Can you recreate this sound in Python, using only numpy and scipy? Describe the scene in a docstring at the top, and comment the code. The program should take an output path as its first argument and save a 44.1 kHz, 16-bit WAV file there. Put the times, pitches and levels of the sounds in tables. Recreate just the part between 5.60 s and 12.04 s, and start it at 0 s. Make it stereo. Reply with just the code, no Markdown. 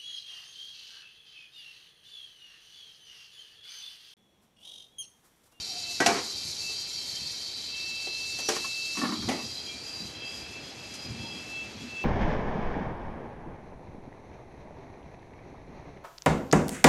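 """An injection moulding machine, close up: its steel mould unlatches and breaks open with a clunk.
The ejector knocks out and back, and plastic caps drop into a tub. A leak hisses and sings between
the plates, the motor drive whines and an oil valve hums. As the microphone backs out from the plates,
the hiss falls away and the factory hall comes up. Last, the guard door rolls shut, screening the
leak's singing overtones."""
import sys
import numpy as np
from scipy import signal
from scipy.fft import rfft, irfft
from scipy.io import wavfile

SR = 44100
rng = np.random.default_rng(int(sys.argv[2]) if len(sys.argv) > 2 else 0)


def master_out(mix):
    """Clip the mix to full scale and print it as 16-bit PCM to the path in sys.argv[1]."""
    frames = np.transpose(np.atleast_2d(mix))
    ceiling = np.clip(frames, -1, 1)
    pcm = np.round(ceiling * 32767).astype(np.int16)
    wavfile.write(sys.argv[1], SR, pcm)


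N = 284004
TIME = np.arange(N) / SR
BACKING_S, SHUTTING_S = (3.57, 4.63), (5.8, 6.2)  # the microphone backs out; the guard closes

# Noise spectra, as heard at the mould. Each row: frequency in Hz, relative level in dB.
HALL_SPECTRUM = [(25, -37), (45, -11), (75, 0.5), (190, -4), (340, -2), (550, -7.5), (780, -7.5),
                 (1050, -13), (1700, -12.5), (2600, -10), (6500, -18.5), (12000, -59)]
JET_SPECTRUM = [(1650, -17), (2300, -8), (2850, -13.5), (3080, -5.5), (3490, -6), (3890, 5), (4600, 7),
                (5230, -0.5), (5600, -3), (6500, -6), (7070, -5.5), (7550, -12), (8900, -14), (9640, -29),
                (10500, -14.5), (11800, -17), (15600, -55)]
PANEL_SPECTRUM = [(30, -15), (70, 1), (115, 7), (170, 2.5), (245, 1.5), (330, -9), (600, -25), (1500, -25),
                  (6000, -69)]
ROLLER_SPECTRUM = [(40, -25), (120, -10), (240, 4), (400, -21), (900, -15), (2000, -36), (6000, -60)]
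CLATTER_SPECTRUM = [(40, -39), (300, -9), (550, -10), (1120, 2.5), (1600, -16), (2100, -14), (3000, -11),
                    (5000, -21), (11000, -25)]
TUB_HOLLOW_SPECTRUM = [(60, -42), (225, 1), (330, -3), (520, -13.5), (1150, -9), (5000, -43)]
BACK_STOP_SPECTRUM = [(60, -38), (260, 1.5), (820, 0.5), (1000, -12), (1170, -15), (1370, -35),
                      (2000, -3.5), (2300, -9), (6000, -32)]
FRAME_SPECTRUM = [(30, -48), (70, -16.5), (130, -9), (230, -2), (400, 1.5), (600, -9), (800, -3.5),
                  (1100, -5.5), (1600, -9.5), (2300, -10), (3500, -17), (6500, -14), (12000, -40.5)]
CRACK_SPECTRUM = [(40, -43), (1200, -6), (2600, 9), (4000, 2), (5800, 10.5), (8000, 0.5), (12000, -6)]

# Modes of the struck parts. Each row: frequency in Hz, relative level in dB, base t60 in seconds.
TUB_RING = [(202, -6, 0.17), (235.5, -2, 0.16), (296, -7.5, 0.18), (373.5, -12.5, 0.17)]
CAP_RING = [(686, -16, 0.064), (1136, -3, 0.082), (1390, -10.5, 0.062), (1778, -8.5, 0.066),
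            (2237, -13.5, 0.1)]
EJECTOR_RING = [(358, -1, .4), (444, 2, .26), (590, -5, .18), (775, 1, .17), (950, -7, .14), (1280, 1, .13),
                (1620, -4, .14), (2440, -6, .14)]
LATCH_RING = [(1520, -1, .11), (1590, -1.5, .14), (1690, -8, .12), (1938, -3, .18), (2190, -10, .15)]
MOULD_RING = [(229, -8, .8), (362, -10, .6), (395, -7, .4), (459, -7, .4), (514, -7, .38), (696, 6, .27),
              (785, 5.5, .21), (876, -6, .42), (1470, -10, .3), (1560, -7, .3), (1645, -15, .7),
              (2299, -6, .35)]

# Side tones of the drive. Each row: frequency in Hz, unscreened level in dB.
DRIVE_SIDE_TONES = [(2375, -58), (2601, -58)]
# Swelling sounds. Each row: centre in seconds, half length in seconds, relative level in dB.
DRIVE_SWELLS = [(.3, 0.049, -45), (1.08, 0.028, -37), (2.51, 0.38, -40), (3.215, 0.22, -38.5),
                (3.81, 0.016, -42), (4.67, 0.046, -44), (5.97, 0.067, -38), (6.46, 0.11, -36.5)]
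VALVE_HUMS = [(0.168, 0.052, -46), (0.311, 0.023, -49)]
CAP_SCRAPES = [(2.96, 0.016, -35.5), (3.385, 0.017, -38)]

# Gaps between the plates. Each row: resonance in Hz, width in Hz, close-up level in dB.
PLATE_GAPS = [(4052, 110, -48), (4576, 140, -47), (5620, 60, -52)]
# The hiss's treble at the microphone. Each row: time in seconds, level in dB.
JET_TREBLE = [(0.0, -43.5), (1.67, -44), (1.96, -49), (2.36, -48), (2.82, -42.5), (3.68, -46.5),
              (4.16, -51), (5.0, -54), (6.44, -55.5)]
# The pitch whose overtones the leak sings. Each row: time in seconds, pitch in Hz.
JET_PITCH = [(0, 785), (3.4, 800), (3.75, 815), (4.1, 812), (4.36, 797), (4.75, 812), (5.1, 830),
             (5.36, 819), (5.72, 824), (6.44, 831)]
# Those overtones. Each row: multiple, relative level in dB, change behind the shut guard in dB.
JET_OVERTONES = [(4, 0.5, -4), (5, -3, -8), (6, 0.5, -21)]
# The leak's whistles. 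Each row: centre in seconds, half length in seconds, multiple, level in dB.
JET_WHISTLES = [(1.18, .07, 6, -43), (3.87, .13, 6, -45.5), (4.02, .06, 5, -46.5), (4.1, .025, 4, -44.5),
                (4.35, .075, 6, -41.5), (4.43, .06, 5, -46.5), (4.69, .05, 4, -48.5), (4.74, .08, 6, -44.5),
                (5.08, .02, 4, -49), (5.42, .06, 6, -49), (5.69, .05, 6, -46.5), (5.76, .04, 4, -48)]

# Dull bumps of the carriage, tub and guard door. Each row: start in seconds, level in dB.
PANEL_BUMPS = [(.849, -46), (1.609, -48), (3.572, -37.5), (3.643, -39), (3.835, -41.5), (4.402, -39),
               (5.446, -39), (5.485, -34.5), (5.557, -44), (5.594, -43), (6.015, -41.5), (6.162, -42.5)]
# Steel sliding. Each row: centre and half length in seconds, pitch and width in Hz, level in dB.
STEEL_SQUEAKS = [(1.352, 0.024, 5660, 38, -45), (2.858, 0.028, 5880, 130, -38.5),
                 (2.89, 0.011, 5620, 80, -33), (5.672, 0.02, 899, 16, -48),
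                 (6.232, 0.064, 237.8, 21, -44.5)]
# The loudest caps snapping off their cores and landing on a hand and the tub.
# Each row: start in seconds, level in dB, relative clatter in dB.
CAP_HITS = [(2.963, -44.5, 15), (3.043, -52.5, 20), (3.370, -26.5, -9), (3.387, -30, -11),
            (3.415, -25, -3.5), (3.434, -20, -4.5), (3.453, -27.5, -1.5), (3.490, -28, -4.5),
            (3.521, -27, -3.5), (3.676, -23, -33), (3.789, -39, 2)]
# Knocks of the sliding plates and the ejector. Each row: start in seconds, level in dB,
# then crack, frame, plate and back stop in relative dB, t60 in seconds.
EJECTOR_KNOCKS = [(1.095, -42, -34, -10, -4.5, -29, 0.39), (2.469, -35, -23, -17, -6, -10, 0.14),
                  (2.787, -39, 3, -4.5, -9.5, -5.5, 0.27), (2.887, -23.5, -1, -5, -7, -16, 0.35),
                  (2.964, -28, -33, -18, -2.5, -29, 0.092), (3.687, -27.5, -4, -6.5, -24, 0.5, 0.38)]
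# The mould unlatching and breaking open. Each row: start in seconds, level in dB,
# then crack, plates and latch in relative dB, t60 in seconds.
MOULD_BLOWS = [(0.402, -23, -3.5, -6, 0.5, 0.28), (0.4202, -29, -10, 0, 3, 0.061),
               (.461, -20, 3.5, -5.5, -11, 0.43)]


def undb(db):
    """Decibels to gain."""
    return 10 ** (np.asarray(db) / 20)


def noise(spectrum):
    """Noise of rms 1, shaped by a spectrum table."""
    hz, db = np.transpose(spectrum)
    bins_hz = np.maximum(np.fft.rfftfreq(N, 1 / SR), 1)
    gain = undb(np.interp(np.log(bins_hz), np.log(hz), db))
    shaped = irfft(rfft(rng.standard_normal(N)) * gain, N)
    return shaped / shaped.std()


def walk(rate_hz):
    """Smooth random motion of spread 1, up to about rate_hz changes a second."""
    size = 8192
    hz = np.fft.rfftfreq(size, N / SR / size)
    motion = irfft(rfft(rng.standard_normal(size)) / (1 + (hz / rate_hz) ** 2) * (hz > 0))
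    return np.interp(TIME, np.linspace(0, N / SR, size), motion / motion.std())


def phase_of(hz):
    """Phase of a moving pitch."""
    return 2 * np.pi * np.cumsum(hz) / SR


def airy(phase, width_hz):
    """A tone smeared into a narrow band of noise."""
    return walk(width_hz) * np.sin(phase) + walk(width_hz) * np.cos(phase)


def ramp(span_s):
    """0 before a span of time, 1 after it, straight between."""
    return np.interp(TIME, span_s, [0, 1])


def bell(centre_s, half_s):
    """Gain that swells to 1 and fades again."""
    return np.exp(-.5 * ((TIME - centre_s) / half_s) ** 2)


def fade(t60, rise_s=0.0011):
    """One second of decay after a quick rise, falling 60 dB in t60 seconds."""
    t = TIME[:SR]
    return np.exp(-np.log(1000) * t / t60) * (1 - np.exp(-t / rise_s))


def ring(modes, scatter, t60_scale=1):
    """Struck modes, detuned by scatter; each blow lands elsewhere and weights them differently."""
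    out = np.zeros(SR)
    for hz, db, t60 in modes:
        weight, detune, phase = rng.standard_normal(3)
        tone = np.sin(2 * np.pi * hz * (1 + scatter * detune) * TIME[:SR] + np.pi * phase)
        out += undb(db + 2.9 * weight) * fade(t60 * t60_scale) * tone
    return out


def piece(long_noise):
    """One second from anywhere in a long noise."""
    start = rng.integers(N - SR)
    return long_noise[start:start + SR]


def add(track, start_s, sound):
    """Mix a sound into a track."""
    start = int(start_s * SR)
    track[start:start + len(sound)] += sound[:N - start]


def scattered(from_s, to_s, db, spread_db, count):
    """Start and level of unevenly strewn events, one in each equal slot of time."""
    place, strength = rng.random((2, count))
    starts = from_s + (to_s - from_s) * (np.arange(count) + place) / count
    return list(zip(starts, db + spread_db * (2 * strength - 1)))


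def hall():
    """Machines far off: a wash with throbbing bass, louder once the plates stop shielding it."""
    level_db = -52.5 + 6.5 * np.sqrt(ramp(BACKING_S))
    wash = noise(HALL_SPECTRUM)
    bass = signal.sosfiltfilt(signal.butter(2, 450, fs=SR, output="sos"), wash)
    return (wash - bass + bass * undb(2 * walk(27))) * undb(level_db)


def motor_drive(whine_hz=2647.6, edge_s=0.021):
    """A pure switching whine, faint and fluttering in its standing-wave nulls, swelling between them."""
    shield = undb(-5.5 * (1 - ramp(BACKING_S)))  # screened while the microphone is between the plates
    nulls = shield * undb(-55 + 5 * walk(5.3))
    swells = sum(undb(db) * .5 * (1 + np.tanh((half - abs(TIME - s)) / (2 * edge_s)))
                 for s, half, db in DRIVE_SWELLS)
    shimmer = undb(0.9 * walk(30))
    whine = (nulls + swells * shimmer) * undb(2.5) * np.sin(2 * np.pi * whine_hz * TIME)
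    sides = sum(undb(db + 4.7 * walk(4.3)) * np.sin(2 * np.pi * hz * TIME + 0.95 * walk(24))
                for hz, db in DRIVE_SIDE_TONES)
    return whine + shield * sides


def oil_valve(sag_hz_per_s=210):
    """Oil through a valve hums twice before the mould opens, sagging in pitch."""
    hz = 755 - sag_hz_per_s * np.minimum(TIME, 1)
    tone = np.sin(phase_of(hz * (1 + 0.024 * walk(47))))
    hums = sum(undb(db) * bell(s, half) for s, half, db in VALVE_HUMS)
    return tone * hums * undb(2 * walk(30))


def reflections(direct, drift_s=.0001):
    """Short echoes off nearby steel; the hand-held microphone drifts, so their comb shifts."""
    lags_s = rng.uniform(0.000994, .008, 6)
    echoes = sum(np.interp(TIME - lag - drift_s * walk(0.9), TIME, direct) for lag in lags_s)
    combed = direct + 0.26 * echoes
    return combed * direct.std() / combed.std()


def leak_hiss():
    """A fluttering jet rings the gaps between the plates, fainter as the microphone backs away."""
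    away_db = -16 * ramp(BACKING_S)
    jet = reflections(noise(JET_SPECTRUM))
    body = signal.sosfiltfilt(signal.butter(6, 5300, fs=SR, output="sos"), jet)
    treble = jet - body
    body_db = -40.5 + away_db + 0.6 * walk(51)
    treble_db = np.interp(TIME, *np.transpose(JET_TREBLE)) + 1.85 * walk(11)
    out = body / body.std() * undb(body_db) + treble / treble.std() * undb(treble_db)
    for hz, width_hz, db in PLATE_GAPS:
        drifting_hz = hz * (1 + .012 * walk(2))
        out += undb(db + away_db + 3 * walk(12)) * airy(phase_of(drifting_hz), width_hz)
    return out


def leak_singing():
    """The jet half locks on a wavering pitch: airy overtones come and go, or swell into whistles."""
    waver = 1 + .002 * walk(3.07) + .005 * walk(13.6)
    phase = phase_of(np.interp(TIME, *np.transpose(JET_PITCH)) * waver)
    out = np.zeros(N)
    for multiple, db, shut_db in JET_OVERTONES:
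        patches = undb(-54.5 + db + shut_db * ramp(SHUTTING_S) + 3 * walk(6))
        whistles = sum(undb(peak_db) * bell(s, half)
                       for s, half, overtone, peak_db in JET_WHISTLES if overtone == multiple)
        out += (patches + whistles) * airy(multiple * phase, width_hz=58)
    return out


def guard_door():
    """Sheet panels rumble at each bump and faint machine thud; the catch ticks and the rollers run."""
    out, panel = np.zeros(N), noise(PANEL_SPECTRUM)
    thuds = scattered(0, N / SR, db=-58.5, spread_db=4.5, count=28)
    for s, db in PANEL_BUMPS + thuds:
        add(out, s, undb(db) * piece(panel) * fade(0.4, rise_s=0.0022))
    catch = undb(-39.5) * piece(noise(CRACK_SPECTRUM)) * fade(.2)
    add(out, 5.338, catch)
    rollers = undb(-46.5) * bell(5.67, half_s=0.13) * noise(ROLLER_SPECTRUM)
    return out + rollers


def squeaks():
    """Steel slides at the tie bars, ejector pins and door: brief rough squeaks and a low groan."""
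    return sum(undb(db) * bell(s, half) * airy(2 * np.pi * hz * TIME, width_hz)
               for s, half, hz, width_hz, db in STEEL_SQUEAKS)


def caps():
    """Hollow caps scrape off their cores, brush together as they fall and make the plastic tub boom."""
    clatter, hollow = noise(CLATTER_SPECTRUM), noise(TUB_HOLLOW_SPECTRUM)
    out = noise(CRACK_SPECTRUM) * sum(undb(db) * bell(s, half) for s, half, db in CAP_SCRAPES)
    brushes = scattered(3.345, 3.57, db=-45.5, spread_db=0, count=22)
    for s, db in brushes:
        add(out, s, undb(db) * (piece(clatter) * fade(0.09) + ring(CAP_RING, scatter=.04)))
    bounces = [(s, db, -10) for s, db in scattered(3.53, 3.84, db=-35, spread_db=5, count=7)]
    for s, db, clatter_db in CAP_HITS + bounces:
        boom = ring(TUB_RING, scatter=0.026) * np.minimum(TIME[:SR] / .005, 1)
        shell = ring(CAP_RING, scatter=0.03)
        rattle = undb(-7) * piece(clatter) * fade(0.14, rise_s=.002)
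        cavity = undb(-7.5) * piece(hollow) * fade(0.19, rise_s=0.0085)
        add(out, s, undb(db) * (boom + cavity + undb(clatter_db) * (shell + rattle)))
    return out


def ejector(soft_crack_db=-14, soft_above_hz=323):
    """The lighter ejector plate clacks on its stops and rings; the back stop thuds, the frame rings."""
    out = np.zeros(N)
    frame, crack, thud = noise(FRAME_SPECTRUM), noise(CRACK_SPECTRUM), noise(BACK_STOP_SPECTRUM)
    for s, db, crack_db, frame_db, plate_db, stop_db, t60 in EJECTOR_KNOCKS:
        db_per_octave = 0.42 * min(crack_db - soft_crack_db, 0)  # soft knocks lose the higher modes
        modes = [(hz, mode_db + db_per_octave * max(np.log2(hz / soft_above_hz), 0), mode_t60)
                 for hz, mode_db, mode_t60 in EJECTOR_RING]
        plate = undb(plate_db) * ring(modes, scatter=0.005, t60_scale=t60 / 0.34)
        stop = undb(stop_db) * piece(thud) * fade(t60)
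        frame_ring = undb(frame_db) * piece(frame) * fade(t60)
        contact = undb(crack_db) * piece(crack) * (fade(0.068) + undb(-13) * fade(0.78))
        add(out, s, undb(db) * (plate + stop + frame_ring + contact))
    return out


def mould():
    """Steel cracks on steel, ringing plates, latch and frame; the halves judder as they drag apart."""
    out, frame, crack = np.zeros(N), noise(FRAME_SPECTRUM), noise(CRACK_SPECTRUM)
    for s, db, crack_db, plate_db, latch_db, t60 in MOULD_BLOWS:
        plates = undb(plate_db) * ring(MOULD_RING, scatter=0, t60_scale=t60 / 0.51)
        latch = undb(latch_db) * ring(LATCH_RING, scatter=0, t60_scale=0.74)
        frame_ring = undb(-2) * piece(frame) * fade(t60)
        contact = undb(crack_db) * piece(crack) * (fade(0.068) + undb(-23) * fade(0.96))
        hall_tail = undb(-9) * piece(frame) * fade(0.58)
        add(out, s, undb(db) * (plates + latch + frame_ring + contact + hall_tail))
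    judders = scattered(0.54, .595, db=-33.5, spread_db=2, count=7)
    for s, db in judders:
        latch = undb(-18) * ring(LATCH_RING, scatter=0.041, t60_scale=0.65)
        add(out, s, undb(db) * (piece(frame) * fade(0.13) + latch))
    return out


def scene():
    """One microphone at the mould, the same in both channels."""
    background = hall() + motor_drive() + oil_valve() + leak_hiss() + leak_singing()
    mono = background + guard_door() + squeaks() + caps() + ejector() + mould()
    return np.array([mono, mono])


def record(dry):
    """The phone's microphone drops the deep bass and cuts the top."""
    thin = signal.sosfilt(signal.butter(3, 48, "high", fs=SR, output="sos"), dry)
    return signal.sosfilt(signal.ellip(10, .2, 80, 12050, fs=SR, output="sos"), thin)


dry = scene()
out = record(dry)
master_out(out)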